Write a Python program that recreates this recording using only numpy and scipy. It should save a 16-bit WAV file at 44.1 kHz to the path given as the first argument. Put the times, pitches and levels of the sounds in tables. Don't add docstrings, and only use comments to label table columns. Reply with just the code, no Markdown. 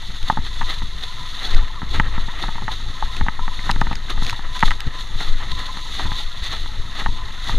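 import sys
import numpy as np
from scipy import signal
from scipy.fft import rfft, irfft
from scipy.io import wavfile

SR = 44100
rng = np.random.default_rng(int(sys.argv[2]) if len(sys.argv) > 2 else 0)


def to_wav(s):
    ch = np.atleast_2d(s).T
    pcm = np.round(np.clip(ch, -1, 1) * 32767)
    wavfile.write(sys.argv[1], SR, pcm.astype(np.int16))


N = 334278


def from_db(db):
    return 10 ** (np.asarray(db) / 20)


def rms_one(x):
    return x / np.sqrt(np.mean(x ** 2) + 1e-20)


def in_time(rows):
    s, *columns = np.transpose(rows)
    t = np.arange(N) / SR
    return [np.interp(t, s, column) for column in columns]


def coloured(x, spectrum):
    hz, db = np.transpose(spectrum)
    bins = np.maximum(np.fft.rfftfreq(N, 1 / SR), 1e-3)
    gain_db = np.interp(np.log(bins), np.log(hz), db, left=-np.inf, right=-np.inf)
    return rms_one(irfft(rfft(x) * from_db(gain_db), N))


def drift(corner_hz):
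    bins = np.fft.rfftfreq(N, 1 / SR)
    spectrum = rfft(rng.standard_normal(N))
    return rms_one(irfft(spectrum / (1 + (bins / corner_hz) ** 2), N))


def ring(clicks, hz, t60_s):
    radius = from_db(-60 / (t60_s * SR))
    w = 2 * np.pi * hz / SR
    feedback = [1, -2 * radius * np.cos(w), radius * radius]
    return signal.lfilter([0, np.sin(w)], feedback, clicks + 1e-18)


def clicks_at(times_s, level_db):
    out = np.zeros(N)
    index = np.clip(np.round(times_s * SR).astype(int), 0, N - 1)
    np.add.at(out, index, from_db(level_db))
    return out


def grains(per_s, spread_db):
    sizes = from_db(spread_db * np.minimum(rng.exponential(1, N), 5))
    signs = rng.choice([-1, 1], N)
    present = rng.random(N) < per_s / SR
    return rms_one(sizes * signs * present)


def swells(floor_db, crests_s, lengths_s, peaks_db, rise, fall, shape):
    t = np.arange(0, N + 32, 32) / SR
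    age = (t - crests_s[:, None]) / lengths_s[:, None]
    flank = np.abs(age / np.where(age < 0, rise, fall)) ** shape
    events = from_db(peaks_db)[:, None] * np.exp(-np.minimum(flank, 20))
    power = np.sum(events ** 2, axis=0)
    return 10 * np.log10(from_db(floor_db) ** 2 + np.interp(np.arange(N) / SR, t, power))


# (time [s], level [dB])
WAKE_RUSH = [(0.0, -39.5), (0.2, -38.5), (0.39, -42), (0.6, -36.5), (0.97, -41.5), (1.33, -37), (1.75, -44),
             (2.3, -41), (2.6, -40.5), (3.1, -38.5), (3.35, -43), (3.55, -38), (4.03, -42.5), (4.85, -43.5),
             (5.85, -36.5), (6.36, -44), (6.65, -40.5), (7.3, -41)]
# (time [s], level [dB])
RAIL_CHURN = [(0.0, -44.5), (0.95, -45.5), (1.55, -41), (1.8, -45.5), (2.2, -38.5), (2.87, -43), (4.4, -43),
              (5.7, -42), (6.4, -43.5), (7.5, -43.5)]
# (crest time [s], length [s], wash level [dB], spray level [dB], housing droplet level [dB])
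WAVE_SPLASHES = [(0.285, 0.026, -34.5, -26.5, -45), (0.466, 0.017, -33.5, -30.5, -58),
                 (0.699, 0.035, -30.5, -24.5, -49), (1.038, 0.026, -33, -26, -53),
                 (1.451, 0.048, -30.5, -24.5, -56), (1.537, 0.096, -31.5, -33.5, -63),
                 (1.946, 0.038, -29, -26, -47), (2.212, 0.036, -49, -33, -60),
                 (2.425, 0.047, -31, -29.5, -48), (2.719, 0.028, -32.5, -29, -51),
                 (3.17, 0.065, -34, -34.5, -53), (3.657, 0.03, -32, -34, -45),
                 (3.7, 0.073, -36.5, -42, -47), (3.916, 0.022, -31.5, -49, -58),
                 (4.104, 0.017, -26, -25, -45), (4.234, 0.027, -51, -28.5, -38),
                 (4.278, 0.054, -32, -28, -50), (4.562, 0.063, -36.5, -32, -44),
                 (4.662, 0.036, -34, -24, -38), (4.868, 0.013, -56, -34, -69),
                 (4.953, 0.04, -37.5, -39.5, -58), (5.004, 0.081, -48, -35.5, -47),
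                 (5.21, 0.034, -30, -25, -42), (5.27, 0.041, -38.5, -32.5, -55),
                 (5.434, 0.031, -34.5, -40, -62), (5.517, 0.003, -31, -21, -57),
                 (5.594, 0.035, -36.5, -29, -61), (5.94, 0.11, -52, -33.5, -45),
                 (6.002, 0.051, -28.5, -28.5, -47), (6.13, 0.03, -48, -27.5, -64),
                 (6.192, 0.052, -37, -27, -54), (6.455, 0.093, -38.5, -27.5, -49),
                 (6.532, 0.026, -30.5, -26.5, -53), (6.997, 0.042, -30.5, -29, -43),
                 (7.49, 0.066, -31, -28, -41.5)]
MIST_DB = -14


def surges():
    (wake_db,), (churn_db,) = in_time(WAKE_RUSH), in_time(RAIL_CHURN)
    s, length_s, *peaks_db = np.transpose(WAVE_SPLASHES)
    floors_db = (churn_db, wake_db, wake_db + MIST_DB)
    return [swells(floor_db, s, length_s, peak_db, rise=0.45, fall=0.73, shape=0.64)
            for floor_db, peak_db in zip(floors_db, peaks_db)]


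# (frequency [Hz], relative density [dB per Hz])
WASH_COLOUR = [(200, -1.5), (350, -10.5), (580, -9), (720, -5), (900, -5.5), (1020, -5), (1150, -1),
               (1310, 3.5), (1460, -7), (1650, -2.5), (1870, 3.5), (2030, 0), (2250, -10.5), (3200, -5.5)]


def wash(level_db):
    bursts = grains(per_s=5000, spread_db=1.5) * from_db(2.7 * drift(25))
    return from_db(level_db + 0.7) * coloured(bursts, WASH_COLOUR)


def gurgle(level_db, per_s, cycles):
    pitches_hz = np.geomspace(850, 2150, 24)
    sizes = from_db(3.5 * rng.standard_normal(N).clip(-2, 2))
    born = rng.random(N) < per_s / SR
    dealt = rng.integers(0, len(pitches_hz), N)
    rings = sum(ring(sizes * born * (dealt == k), hz, cycles / hz) for k, hz in enumerate(pitches_hz))
    return from_db(level_db - 5) * rms_one(rings)


# (frequency [Hz], relative density [dB per Hz])
PLUNGE_COLOUR = [(150, -9), (300, 3.5), (450, -1.5), (600, -11), (760, 4.5), (950, -20), (1200, -19)]


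def plunge(level_db, steepness):
    roar_db = -38.5 + steepness * np.minimum(level_db + 33, 2)
    return from_db(roar_db) * coloured(grains(per_s=2500, spread_db=2.5), PLUNGE_COLOUR)


# (frequency [Hz], relative density [dB per Hz])
SPRAY_COLOUR = [(1900, -6), (2400, -16.5), (3200, -8), (3500, 1.5), (3750, 1), (4050, -2.5), (4450, -6),
                (4720, -19), (5600, -21), (6550, -17), (7100, -25.5), (7700, -29.5), (10700, -30.5),
                (14000, -37.5)]


def spray(level_db):
    fizz = grains(per_s=18000, spread_db=3.5) * from_db(1.74 * drift(46))
    return from_db(level_db + 1.3) * coloured(fizz, SPRAY_COLOUR)


# (frequency [Hz], relative density [dB per Hz])
SHOWER_COLOUR = [(2000, -26), (3000, -11), (4000, 13), (5200, 7.5), (6600, 15.5), (7800, 0.5), (9500, -3),
                 (10800, 6.5), (12500, -12), (14500, -12)]


def shower(level_db):
    coarse = np.clip((level_db + 39) / 12, 0, .8)
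    fine_drops = np.sqrt(1 - coarse) * rng.standard_normal(N)
    coarse_drops = np.sqrt(coarse) * grains(per_s=3200, spread_db=7)
    gain = from_db(level_db + 1.0 + 3 * coarse)
    return gain * coloured(fine_drops + coarse_drops, SHOWER_COLOUR)


# (crest time [s], length [s], buffeting level [dB], heave level [dB])
AIR_GUSTS = [(0.233, 0.017, -44, -9), (0.396, 0.049, -28.5, -14.5), (0.626, 0.076, -30, -12.5),
             (0.828, 0.048, -29.5, -17), (1.56, 0.052, -20.5, -2.5), (1.99, 0.13, -25, -13),
             (2.186, 0.082, -30.5, -11.5), (2.54, 0.19, -33, -19), (2.868, 0.047, -30, -19.5),
             (3.043, 0.03, -34, -13.5), (3.218, 0.048, -22.5, -9.5), (3.434, 0.093, -33, -12.5),
             (3.78, 0.15, -25, -11.5), (4.197, 0.08, -25.5, -10.5), (4.46, 0.07, -44, -16.5),
             (4.669, 0.045, -26, -5), (4.87, 0.017, -22.5, -13), (5.16, 0.031, -29.5, -11),
             (5.315, 0.056, -27, -5.5), (5.52, 0.054, -32.5, -17), (6.064, 0.079, -27.5, -15),
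             (6.257, 0.027, -40, -15), (6.628, 0.056, -29.5, -17.5), (6.795, 0.027, -36, -13.5),
             (7.082, 0.076, -27.5, -12), (7.59, 0.079, -19.5, -6.5)]
BREEZE_DB, BREEZE_HEAVE_DB = -39, -25


def gusts():
    s, length_s, *peaks_db = np.transpose(AIR_GUSTS)
    return [swells(floor_db, s, length_s, peak_db, rise=0.66, fall=1, shape=1.07)
            for floor_db, peak_db in zip((BREEZE_DB, BREEZE_HEAVE_DB), peaks_db)]


# (frequency [Hz], relative density [dB per Hz])
BUFFET_COLOUR = [(22, -22), (31, 9.5), (45, 11.5), (70, 2), (110, -3), (200, -12), (300, -20.5), (500, -25),
                 (900, -42)]


def wind(level_db, apart_db):
    mid, side = (coloured(rng.standard_normal(N), BUFFET_COLOUR) for _ in range(2))
    lumps = rms_one(from_db(3.6 * drift(25)))
    stereo = mid + from_db(apart_db) * side * np.array([[1], [-1]])
    return from_db(level_db + 4.5) * lumps * stereo


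def heave(level_db, hz, lean_db):
    rate_hz = hz * from_db(1.8 * drift(15.05))
    rocking = rms_one(np.sin(2 * np.pi * np.cumsum(rate_hz) / SR))
    return from_db(level_db) * rocking * from_db([[lean_db], [-lean_db]])


# (time [s], level [dB])
HOUSING_DROPS = [(0.228, -24), (1.546, -22), (1.999, -22), (3.1662, -23), (3.7074, -19), (3.7122, -12.5),
                 (3.8117, -16.5), (3.929, -24), (3.954, -18), (4.0974, -23.5), (4.231, -34), (4.2482, -23),
                 (4.2653, -16), (4.2955, -12.5), (4.306, -18), (4.3291, -25), (4.5926, -19), (4.605, -21),
                 (4.7059, -19), (4.715, -20), (4.804, -11.5), (5.2034, -33), (5.5144, -39)]
# (frequency [Hz], level [dB], t60 [s])
HOUSING_MODES = [(1470, -4, 0.0042), (2560, 0.5, 0.0039), (3100, -3.5, 0.0083), (4010, -2, 0.0041),
                 (5160, -3.5, 0.0044), (5320, -8, 0.0079), (6460, -10, 0.0044), (8400, -8.5, 0.00099),
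                 (10300, -12.5, 0.0021), (13000, -22, 0.0024)]


def drops(splat_s, splat_db):
    s, level_db = np.transpose(HOUSING_DROPS)
    ticks = clicks_at(s + 0.00069, level_db - 2.0)
    fade = np.exp(-1 / (splat_s * SR))
    envelope = signal.lfilter([np.sqrt(1 - fade ** 2)], [1, -fade], ticks + 1e-18)
    splats = envelope * rng.standard_normal(N)
    force = ticks + from_db(splat_db) * splats
    return sum((-1) ** k * ring(force, hz, t60_s) * from_db(db)
               for k, (hz, db, t60_s) in enumerate(HOUSING_MODES))


# (frequency [Hz], level [dB], t60 [s])
KNOCK_MODES = [(837, -6.5, 0.036), (895, 6, 0.031), (1030, 5.5, 0.0034), (1146, 1, 0.023),
               (1289, 3.5, 0.036), (1480, 8.5, 0.0068), (1690, -4, 0.0035), (1925, 9, 0.014),
               (3030, -2.5, 0.012), (3300, -11, 0.014), (1000, -13.5, 0.11)]
# (frequency [Hz], level [dB], t60 [s])
FLEX_MODES = [(146, 18.5, 0.016), (171, 4.5, 0.025), (218, 4, 0.045)]
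KNOCK_HZ, SMACK_HZ = 1080, 1790
SLAP_RING_S = 0.12


def slap(strength_db, hardness_db, thump_db, trail_db, trail_s, detune, scatter_db):
    hit = np.zeros(int(SLAP_RING_S * SR))
    hit[0] = 1
    lags_s = trail_s * (0.304 + rng.random(3))
    contacts = hit + from_db(trail_db) * sum(np.roll(hit, int(lag_s * SR)) for lag_s in lags_s)
    tuning = 1 + detune * rng.uniform(-1, 1)
    knock = 0
    for k, (hz, db, t60_s) in enumerate(KNOCK_MODES):
        tilt_db = hardness_db * np.interp(hz, [KNOCK_HZ, SMACK_HZ], [0, 1])
        mode_db = strength_db + tilt_db + db + scatter_db * rng.standard_normal()
        gain = from_db(mode_db) * (-1) ** (k // 2)
        velocity = np.diff(ring(contacts, hz * tuning, t60_s), prepend=0) * SR / (2 * np.pi * hz)
        knock += gain * velocity
    flex = sum(from_db(thump_db + db + scatter_db * rng.standard_normal()) * ring(hit, hz, t60_s)
               for hz, db, t60_s in FLEX_MODES)
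    return knock + signal.sosfilt(signal.butter(2, 330, fs=SR, output="sos"), flex)


# (time [s], strength [dB], hardness: high modes over low [dB], thump [dB])
HULL_SLAPS = [(0.2984, -11, -10, -30.5), (0.324, -30, -17, -36), (0.3715, -22, -11, -32),
              (0.386, -42, -1, -33.5), (0.61, -24.5, -11, -48), (0.6141, -23.5, -3, -40),
              (0.818, -34.5, -6, -40.5), (1.817, -31.5, -0.5, -40), (1.829, -39, 0, -30.5),
              (1.942, -34, -7, -39), (1.9973, -18, 6, -25), (2.178, -26, -9, -34), (2.282, -31, -23, -39.5),
              (2.437, -23, -9, -40), (2.487, -27.5, -38, -38), (2.554, -31, -6, -40), (2.58, -28, -14, -49),
              (2.619, -30.5, -26, -41), (2.679, -23, -2, -39.5), (2.687, -26, -34, -56),
              (3.0237, -18.5, -14, -45), (3.2097, -24.5, -0.5, -30.5), (3.263, -25.5, -10, -39),
              (3.283, -20.5, 1.5, -31.5), (3.391, -25, -21, -44), (3.478, -25.5, -3.5, -39.5),
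              (3.591, -43.5, 15, -43), (3.692, -19, -4, -51), (3.697, -19.5, -2, -30.5),
              (3.76, -32.5, 3.5, -32), (3.814, -18, -3, -26.5), (3.868, -28, -1.5, -36),
              (3.911, -23, -22, -34), (3.927, -29.5, -3, -37), (4.221, -30, -6, -31.5),
              (4.327, -26, -11, -51), (4.6256, -11.5, -3, -35), (4.631, -17, -1.5, -25),
              (4.679, -31.5, 5, -39), (4.707, -28.5, 8, -44), (4.714, -24.5, 0, -53),
              (5.204, -34.5, 8, -49), (5.994, -25, -14, -53), (6.066, -34, -13, -41),
              (6.1164, -31.5, 2, -36.5), (6.535, -33.5, -3, -49), (6.658, -35, -4, -47),
              (7.0597, -20, -1, -38), (7.493, -23.5, -7, -42)]
RIPPLES_COUNT = 8
RIPPLE_STRENGTH_DB, RIPPLE_HARDNESS_DB, RIPPLE_THUMP_DB = -34.5, 1, -41


def chop():
    times_s = rng.random(RIPPLES_COUNT) * N / SR
    ripples = [(s, RIPPLE_STRENGTH_DB, RIPPLE_HARDNESS_DB, RIPPLE_THUMP_DB) for s in times_s]
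    return np.array(list(HULL_SLAPS) + ripples)


def slaps(soft_hz, contact_s):
    out = np.zeros(N + SR)
    for s, *blow in chop():
        sound = slap(*blow, trail_db=-16, trail_s=0.006, detune=0.053, scatter_db=1.5)
        start = int((s + contact_s) * SR)
        out[start:start + len(sound)] += sound
    return signal.sosfilt(signal.butter(2, soft_hz, fs=SR, output="sos"), out[:N])


# (crest time [s], length [s], level [dB])
RIG_NOTE_SWELLS = [(0.6, 0.12, -44.5), (1.146, 0.22, -47), (1.894, 0.25, -48.5), (2.702, 0.031, -39),
                   (3.027, 0.11, -47), (3.5, 0.11, -45), (4.03, 0.04, -45.5), (4.45, 0.18, -47.5),
                   (4.917, 0.11, -43), (5.612, 0.24, -42), (6.12, 0.062, -40), (7.2, 0.3, -47.5)]
RIG_CALM_DB = -64


def rig_note(hz, waver_hz, flutter_db):
    level_db = swells(RIG_CALM_DB, *np.transpose(RIG_NOTE_SWELLS), rise=1.0, fall=1.43, shape=1.7)
    phase = 2 * np.pi * np.cumsum(hz + waver_hz * drift(83.4)) / SR
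    note = rms_one(np.sin(phase) * from_db(flutter_db * drift(27)))
    return from_db(level_db + 2.5) * note


# (start [s], length [s], from [Hz], to [Hz], level [dB])
AIR_GULPS = [(1.747, 0.061, 1360, 974, -35.5), (2.28, 0.034, 846, 1080, -34)]


def gulp(start_s, length_s, from_hz, to_hz, level_db):
    progress = np.clip((np.arange(N) / SR - start_s) / length_s, 0, 1)
    hz = from_hz + (to_hz - from_hz) * progress
    tone = np.sin(2 * np.pi * np.cumsum(hz) / SR)
    return from_db(level_db + 2 * drift(53)) * np.sin(np.pi * progress) * tone


def scene():
    wash_db, spray_db, shower_db = surges()
    buffet_db, heave_db = gusts()
    water = wash(wash_db) + gurgle(wash_db, per_s=110, cycles=99) + plunge(wash_db, steepness=2.34)
    water += spray(spray_db) + shower(shower_db)
    water += drops(splat_s=0.001, splat_db=0.5)
    water += slaps(soft_hz=3300, contact_s=0.001023)
    water += sum(gulp(*row) for row in AIR_GULPS)
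    air = wind(buffet_db, apart_db=-39.5) + heave(heave_db, hz=15, lean_db=1.38)
    air = air + rig_note(hz=1014, waver_hz=15, flutter_db=6.0)
    return water + air


CUTOFF_HZ = 14500


def record(dry):
    low_pass = signal.ellip(10, .2, 80, CUTOFF_HZ, fs=SR, output="sos")
    return signal.sosfilt(low_pass, np.clip(dry, -1, 1))


dry = scene()
out = record(dry)
to_wav(out)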